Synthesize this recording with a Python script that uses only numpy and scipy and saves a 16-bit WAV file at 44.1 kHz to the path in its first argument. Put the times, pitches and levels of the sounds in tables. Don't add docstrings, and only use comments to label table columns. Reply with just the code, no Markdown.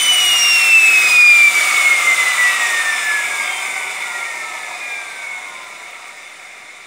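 import sys
import numpy as np
from scipy import signal
from scipy.fft import rfft, irfft
from scipy.io import wavfile
from scipy.ndimage import uniform_filter1d

SR = 44100
rng = np.random.default_rng(int(sys.argv[2]) if len(sys.argv) > 2 else 0)


def gain_from_decibels(decibels):
    exponent = np.asarray(decibels, float) / 20
    return 10 ** exponent


def int16_out(signal):
    q = np.round(np.clip(np.atleast_2d(signal).T, -1, 1) * 32767)
    wavfile.write(sys.argv[1], SR, q.astype(np.int16))


N = 302526

IMPELLER, TURBINE, VANES, GEAR = 19, 26, 17, 5
GEAR_STOP_S, GEAR_FADE_DB_PER_S = 4.3, 11
ROAR_HISS_JOINT_HZ = 3300
SIZZLE_DB, SIZZLE_DB_PER_FLOW_DB, SIZZLE_LEAST_DB = -38, 1.8, -82
SHOP_DB, SHOP_HZ, HUM_DB, HUM_HZ = -71, 130, -78, 101
PHONE_EDGE_HZ = 15735
CONVERTER_OFFSET = -.00062

# time [s], blade-passing rate of the impeller [Hz].
BLADE_RATE_HZ = [(0.0, 3028.6), (0.4, 2823.9), (0.8, 2633.9), (1.2, 2455.3), (1.6, 2285.9), (2.0, 2125.1),
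                 (2.4, 1972.3), (2.8, 1827.5), (3.2, 1690.9), (3.6, 1562.6), (4.0, 1442.4), (4.4, 1330.0),
                 (4.8, 1225.1), (5.2, 1127.0), (5.6, 1034.9), (6.0, 947.9), (6.4, 865.0), (6.86, 773.5)]
# level at full speed [dB], loss per halving of speed [dB].
TONE_LAW_DB = [
    (-15, 29.5),
    (-30, 29),
    (-33.5, 25),
    (-44, 29),
    (-43, 28),
    (-51, 20),
    (-57, 5.5),
    (-56.5, 22.5),
    (-50.5, 7.5),
]
# centre [Hz], width [Hz], lift [dB].
PASSAGES_HZ_DB = [(992.0, 47.0, 5), (1347, 214, 16.5), (1743, 216, 18), (1958, 147, 13.0),
                  (2095, 111, 10.5), (2410, 364, 16.5), (2642, 100, 7.5), (3297.0, 63.0, 3.0),
                  (3575, 190, 21), (4848.0, 170, 15.5), (5550, 290, 15.0), (7860, 370, 10.5),
                  (9070, 860, 10.5), (11525.0, 250, 11)]
# time [s], depth [dB], width [ms].
NULLS_S_DB_MS = [(0.03, 6, 11), (0.155, 2.5, 16), (0.205, 5.5, 15), (0.81, 5, 30), (0.927, 3.5, 13),
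                 (1.095, 10, 9.2), (1.432, -1, 9.4), (1.475, -1, 8), (1.528, 15, 38), (1.603, 12, 11),
                 (1.66, 7, 36), (1.719, 9, 19), (1.837, 6.5, 23), (1.898, 12.5, 19), (1.968, 7, 6.2),
                 (2.04, 29.5, 12), (2.062, 10.5, 14), (2.11, 2, 12), (2.161, 19, 21), (2.252, 9, 19),
                 (2.365, 23, 20), (2.51, 6, 35), (2.592, 17, 11), (2.678, 7, 17), (2.836, 13, 24),
                 (3.247, 10, 25), (3.297, 24, 18), (3.376, 6, 36), (3.444, -1, 15), (3.574, 20, 38)]
# time [s], length [s], change [dB].
IMPELLER_WAVES = [(0.03, 0.16, -4.5), (1.08, .14, -7), (1.35, 0.69, 2), (1.69, 0.16, -1), (1.88, 0.081, 9),
                  (2.09, .05, 1.5), (2.33, 0.091, -4.5), (2.57, 0.053, -6.5), (3.0, 0.12, -9),
                  (3.28, 0.077, -1), (3.54, 0.051, -8), (3.69, 0.12, -5), (3.97, 0.16, -12),
                  (4.29, 0.085, -7), (4.38, 0.063, -16), (4.78, 0.17, -9), (5.07, 0.17, 8),
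                  (5.28, 0.1, -20), (5.59, .36, 17), (6.0, 0.11, 12), (0.1, .05, 3), (0.27, 0.023, -4),
                  (0.41, 0.036, -5), (0.62, 0.082, -2), (1.72, 0.025, -2.5), (2.01, 0.023, -11),
                  (3.32, .04, 2), (3.4, .05, 0), (4.33, .04, -8), (4.56, .04, -1)]
# time [s], length [s], change [dB].
OCTAVE_WAVES_S_DB = [(0.033, .15, 4.5), (0.797, .2, -2), (1.078, .17, 7), (2.03, .12, -12),
                     (2.292, 0.13, 11), (2.58, 0.2, 7), (3.548, 0.23, 22), (3.81, 0.074, 16),
                     (3.93, .14, 12), (4.886, 0.54, 13), (4.977, 0.33, 10.5), (5.327, 0.27, 30),
                     (5.488, .1, 9), (6.14, 0.25, 15), (0.525, 0.13, -0.5), (1.63, .12, 6.5), (1.88, .1, 6),
                     (2.56, .04, -14), (3.7, .07, -4), (4.72, 0.13, 2), (5.133, 0.089, -11)]
# time [s], length [s], change [dB].
OVERTONE_WAVES = [
    [(1.4, .15, 4), (2.78, .1, -15), (3.02, .23, 12), (3.45, .12, -1), (.12, 0.14, 0.5), (2.3, 0.14, 9)],
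    [(0.85, .12, 13), (2.4, .15, 6), (2.66, .21, 24)],
    [(0.45, .2, 5), (2.37, .25, 14), (3.6, .2, 12)],
    [(1.0, .25, 8), (3.8, .25, 16)],
]
# time [s], length [s], change [dB].
TURBINE_WAVES_S_DB = [(2.55, 0.48, 16), (3.386, 0.59, 25), (4.184, 0.18, 17.5), (4.376, 0.19, 14.5),
                      (4.75, 0.17, -7), (5.125, 0.79, 16.5), (5.7, 0.46, -1.5), (2.5, .15, 0),
                      (3.75, .2, -1), (4.227, 0.052, -18), (4.47, .15, -4)]
# time [s], length [s], change [dB].
VANE_WAVES_S_DB = [(0.86, 0.56, 23), (5.4, .57, 23.5), (5.55, 0.35, 22)]
# time [s], strength [dB].
FLOW_DB = [(0, 0), (.2, 0), (.5, 0), (.8, -.5), (1.0, 1.5), (1.25, -1), (1.5, 0), (1.8, -1), (2.2, -2.5),
           (2.6, -3.5), (3.0, -5.5), (3.5, -7), (4.0, -9.5), (4.6, -12.5), (5.2, -14.5), (5.8, -17),
           (6.3, -19), (6.86, -21.5)]
# low edge [Hz], high edge [Hz].
AIR_BANDS_HZ = [
    (80, 300),
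    (650, 820),
    (880, 1020),
    (1100, 1400),
    (2000, 2450),
    (2700, 3100),
    (3400, 3900),
    (6500, 10000),
    (12000, 14500),
]
# level at full flow [dB], share of flow [dB/dB], extra at best speed [dB],
# best blade rate [Hz], spread [octaves].
AIR_LAW_DB = [
    (-51.5, 0.7, 1.5, 2500, 0.22),
    (-39.5, .5, 5.5, 1630, 0.72),
    (-42, 0.63, 11, 1480, 0.59),
    (-35, 0.63, 10, 2090, 0.4),
    (-22.5, 0.7645, 4.5, 1560, 0.34),
    (-35, 0.97, 6, 2040, 0.36),
    (-28.5, 1.01, 0, 2000, 0.45),
    (-28, 1.06, 4, 1820, 0.52),
    (-39, 1.19, -0.5, 2400, .4),
]
# frequency [Hz], density [dB per Hz].
ROAR_DB_PER_HZ = [(20, -46), (40, -44), (60, -69), (100, -31), (200, -23), (400, -22), (650, -18),
                  (860, -21.5), (1200, -16.5), (1600, -11.5), (2150, -5.5), (2600, -8.5), (3300, -17.5)]
# frequency [Hz], density [dB per Hz].
HISS_DB_PER_HZ = [(3300, -11.5), (3620, -3), (4500, -10), (5100, -7), (6400, -7.5), (7800, -4.5),
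                  (9100, -6.5), (10500, -16.5), (12000, -21), (13400, -23.5), (14500, -29.5), (15700, -29)]
# centre [Hz], width [Hz], lift [dB].
DUCTS_HZ_DB = [(375, 27, 6), (447, 46, 1.5), (607.4, 21, 5), (730, 35, 11), (784, 21, 6.5), (949, 72, 10),
               (1030, 22, 4.5), (1184, 145, 13), (1360, 124, 9), (1900, 83, 0.5), (2163, 180, 7),
               (2314, 110, 3), (2433, 120, 2.5), (2970, 160, 3), (3532, 254, 8.5), (4930, 380, 2.5),
               (5970, 280, 3), (7050, 500, 3.5), (8940, 770, 2.5)]
# time [s], factor on the lift [1].
RINGING_FACTOR = [(0, 0.96), (2.5, 1.11), (3.8, 1.46), (5, 0.92), (6.86, 1.14)]
# time [s], peak [dB].
SPITS_S_DB = [(4.9176, -50), (4.957, -51), (5.158, -54), (5.2428, -52), (5.38, -52), (5.4588, -49),
              (5.4788, -50), (5.5466, -53), (5.6374, -45), (5.6813, -53), (5.7836, -45), (5.82, -50),
              (5.9068, -42), (6.0071, -52), (6.0655, -48), (6.1667, -48), (6.2176, -49), (6.265, -54),
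              (6.3084, -51), (6.5798, -55), (6.722, -58), (6.7968, -54)]
# centre time [s], low edge [Hz], high edge [Hz], level [dB].
PATCHES_S_HZ_DB = [(1.343, 11100, 13150, -48), (1.366, 4150, 5250, -37), (1.366, 6200, 7600, -33),
                   (1.366, 10300, 12000, -43), (1.366, 12400, 15880, -47), (1.435, 5600, 6950, -39),
                   (1.435, 12350, 15900, -42), (2.319, 13700, 15200, -48), (2.617, 10270, 11780, -46),
                   (2.989, 4160, 5200, -40), (3.641, 5130, 6350, -41), (4.407, 8240, 9700, -44),
                   (4.407, 13100, 14500, -64), (4.754, 4250, 5220, -46)]


def blades():
    t = np.arange(N) / SR
    shaft_hz = follow(BLADE_RATE_HZ, t)[0] / IMPELLER
    orders = [k * IMPELLER for k in range(1, 7)] + [TURBINE, VANES, GEAR]
    wave_tables = [IMPELLER_WAVES, OCTAVE_WAVES_S_DB, *OVERTONE_WAVES, TURBINE_WAVES_S_DB, VANE_WAVES_S_DB, []]
    coarse = slice(None, None, 64)
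    levels_db = []
    for law, order, rows in zip(TONE_LAW_DB, orders, wave_tables):
        coarse_db = strength(law, order, shaft_hz[coarse]) + waves(rows, t[coarse])
        levels_db.append(np.interp(t, t[coarse], coarse_db))
    first_db, second_db, *upper_db, turbine_db, vane_db, gear_db = levels_db
    gear_db = gear_db - GEAR_FADE_DB_PER_S * np.maximum(t - GEAR_STOP_S, 0)

    first = tone(shaft_hz, IMPELLER, first_db, rough=.12, flutter_hz=35)
    speed = np.clip(shaft_hz / shaft_hz[0], 0, 1)
    rest = tone(shaft_hz, 2 * IMPELLER, second_db, rough=.7 * speed ** 2, flutter_hz=40)
    for k, level_db in enumerate(upper_db, start=3):
        rest += tone(shaft_hz, k * IMPELLER, level_db, rough=.68, flutter_hz=28)
    rest += tone(shaft_hz, TURBINE, turbine_db, rough=.6, flutter_hz=14)
    rest += tone(shaft_hz, VANES, vane_db, rough=.56, flutter_hz=24)
    rest += tone(shaft_hz, GEAR, gear_db, rough=.3, flutter_hz=6)

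    first = nulls(t) * (first + gain_from_decibels(-17) * workshop(first, t60_s=.35))
    return first + rest + gain_from_decibels(-13) * workshop(rest, t60_s=.35)


def tone(shaft_hz, per_turn, level_db, rough, flutter_hz):
    turns = np.cumsum(shaft_hz) / SR
    rough = np.clip(rough, 0, 1)
    shake = np.sqrt(1 - rough ** 2) + rough * flutter(flutter_hz)
    wave = (shake * np.exp(2j * np.pi * (per_turn * turns + rng.random()))).real
    return np.sqrt(2) * gain_from_decibels(level_db) * wave * (per_turn * shaft_hz < .4 * SR)


def flutter(hz):
    noise = rng.standard_normal(N) + 1j * rng.standard_normal(N)
    return evened(signal.sosfilt(signal.butter(2, hz, fs=SR, output="sos"), noise))


def strength(law, per_turn, shaft_hz):
    full_db, loss_db = law
    lift_db = sum(db / (1 + (2 * (per_turn * shaft_hz - hz) / width_hz) ** 2)
                  for hz, width_hz, db in PASSAGES_HZ_DB)
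    return full_db + loss_db * np.log2(shaft_hz / shaft_hz[0]) + lift_db


def waves(rows, t):
    return sum(db * np.exp(-4 * np.log(2) * ((t - s) / length_s) ** 2) for s, length_s, db in rows)


def nulls(t):
    depth_db = sum(db * np.exp(-(1700 * (t - s) / width_ms) ** 2) for s, db, width_ms in NULLS_S_DB_MS)
    return gain_from_decibels(-depth_db)


def workshop(x, t60_s):
    t = np.arange(SR // 2) / SR
    tail = rng.standard_normal(len(t)) * gain_from_decibels(-60 * t / t60_s) * (t > .006)
    return signal.fftconvolve(x, tail / np.linalg.norm(tail))[:N]


def airflow():
    frames, hz = N // 512 + 5, np.fft.rfftfreq(2048, 1 / SR)
    t = np.arange(frames) * 512 / SR
    hz_column = hz[:, None]
    roar_db, hiss_db = read(ROAR_DB_PER_HZ, hz), read(HISS_DB_PER_HZ, hz)
    joint = np.searchsorted(hz, ROAR_HISS_JOINT_HZ)
    colour_db = np.where(hz < ROAR_HISS_JOINT_HZ, roar_db - roar_db[joint], hiss_db - hiss_db[joint])
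    colour_db = colour_db[:, None] + ducts(hz, t)

    own_db = [10 * np.log10(np.sum(gain_from_decibels(2 * colour_db[(hz > low) & (hz < high)]), 0))
              for low, high in AIR_BANDS_HZ]
    lift_db = air_levels(t) - np.array(own_db)
    bands = np.arange(len(AIR_BANDS_HZ))
    place = np.interp(np.log(hz + 1), np.log(np.mean(AIR_BANDS_HZ, 1)), bands)
    share = np.maximum(1 - abs(place[:, None] - bands), 0)

    real, imag, eddies = rng.standard_normal((frames, len(hz), 3)).T
    eddies = evened(uniform_filter1d(uniform_filter1d(eddies, 24, 0), 5, 1))
    gusts = evened(uniform_filter1d(rng.standard_normal(frames), 2))
    shake_db = .96 * eddies + .54 * gusts * np.clip(hz_column / 9000, 0, 1.6)
    hollow_db = -8 * np.minimum(t / 5.5, 1) ** 2 / (1 + ((hz_column - 13300) / 1100) ** 2)
    spectrum = (real + 1j * imag) * gain_from_decibels(colour_db + share @ lift_db + shake_db + hollow_db)
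    return gain_from_decibels(1.5) * signal.istft(spectrum, nperseg=2048, noverlap=1536)[1][:N]


def ducts(hz, t):
    drift = evened(uniform_filter1d(rng.standard_normal((2, len(DUCTS_HZ_DB), len(t))), 40, 2))
    pitch_hz, strength_drift = 9 * drift[0], .12 * drift[1]
    lift = follow(RINGING_FACTOR, t) * (1 + strength_drift)
    return sum(db * lift[k] / (1 + (2 * (hz[:, None] - centre_hz - pitch_hz[k]) / width_hz) ** 2)
               for k, (centre_hz, width_hz, db) in enumerate(DUCTS_HZ_DB))


def air_levels(t):
    flow_db, rate_hz = follow(FLOW_DB, t)[0], follow(BLADE_RATE_HZ, t)[0]
    return np.array([db + share * flow_db + extra_db * np.exp(-(np.log2(rate_hz / best_hz) / spread) ** 2)
                     for db, share, extra_db, best_hz, spread in AIR_LAW_DB])


def sizzle():
    t = np.arange(N) / SR
    mist_db = SIZZLE_DB + SIZZLE_DB_PER_FLOW_DB * follow(FLOW_DB, t)[0]
    bursts = (gain_from_decibels(mist_db) + gain_from_decibels(SIZZLE_LEAST_DB)) * gain_from_decibels(3 * flutter(18).real)
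    for s, db in SPITS_S_DB:
        bursts += gain_from_decibels(db - 6) * np.exp(-np.maximum(t - s, 0) / .006) * (t > s)
    noise = rng.standard_normal(N)
    top = evened(band(noise, 4, 14300, 16300))
    skirt = evened(band(noise, 2, 10500, 14300))
    return bursts * (top + gain_from_decibels(-15) * skirt)


def shop():
    air = evened(band(rng.standard_normal(N), 3, .65 * SHOP_HZ, 2 * SHOP_HZ))
    return gain_from_decibels(SHOP_DB) * air + tone(np.full(N, HUM_HZ), 1, HUM_DB, rough=.6, flutter_hz=4)


def side_patches():
    side, hz = np.zeros(N), np.fft.rfftfreq(2048, 1 / SR)
    for s, low_hz, high_hz, db in PATCHES_S_HZ_DB:
        noise = irfft(rfft(rng.standard_normal(2048)) * (hz > low_hz) * (hz < high_hz))
        start = round(s * SR) - 1024
        side[start:start + 2048] += gain_from_decibels(db) * evened(noise) * signal.windows.hann(2048)
    return np.array([side, -side])


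def band(x, order, low_hz, high_hz):
    return signal.sosfilt(signal.butter(order, [low_hz, high_hz], "band", fs=SR, output="sos"), x)


def evened(x):
    return x / np.sqrt(np.mean(abs(x) ** 2) + 1e-20)


def follow(rows, t):
    s, *columns = np.transpose(rows)
    return np.array([np.interp(t, s, column) for column in columns])


def read(points, hz):
    f, value = np.transpose(points)
    return np.interp(np.log(hz + 1), np.log(f + 1), value)


def scene():
    return np.tile(blades() + airflow() + sizzle() + shop(), (2, 1))


def top_cut(x):
    return signal.sosfilt(signal.butter(12, 16510, fs=SR, output="sos"), x)


def record(dry):
    power_db = 10 * np.log10(abs(uniform_filter1d(dry[0] ** 2, 300)) + 1e-12)
    fall_db = np.arange(N) * 65 / SR
    held_db = np.maximum.accumulate(power_db + fall_db) - fall_db
    over_db = np.maximum(held_db + 11.5, 0)
    limited = dry / gain_from_decibels(.38 * uniform_filter1d(over_db, 200))
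    edge = signal.firwin(1023, PHONE_EDGE_HZ, window=("kaiser", 9), fs=SR)
    mix = signal.oaconvolve(limited, edge[None], "same") + side_patches() + CONVERTER_OFFSET
    return top_cut(mix)


dry = scene()
out = record(dry)
int16_out(out)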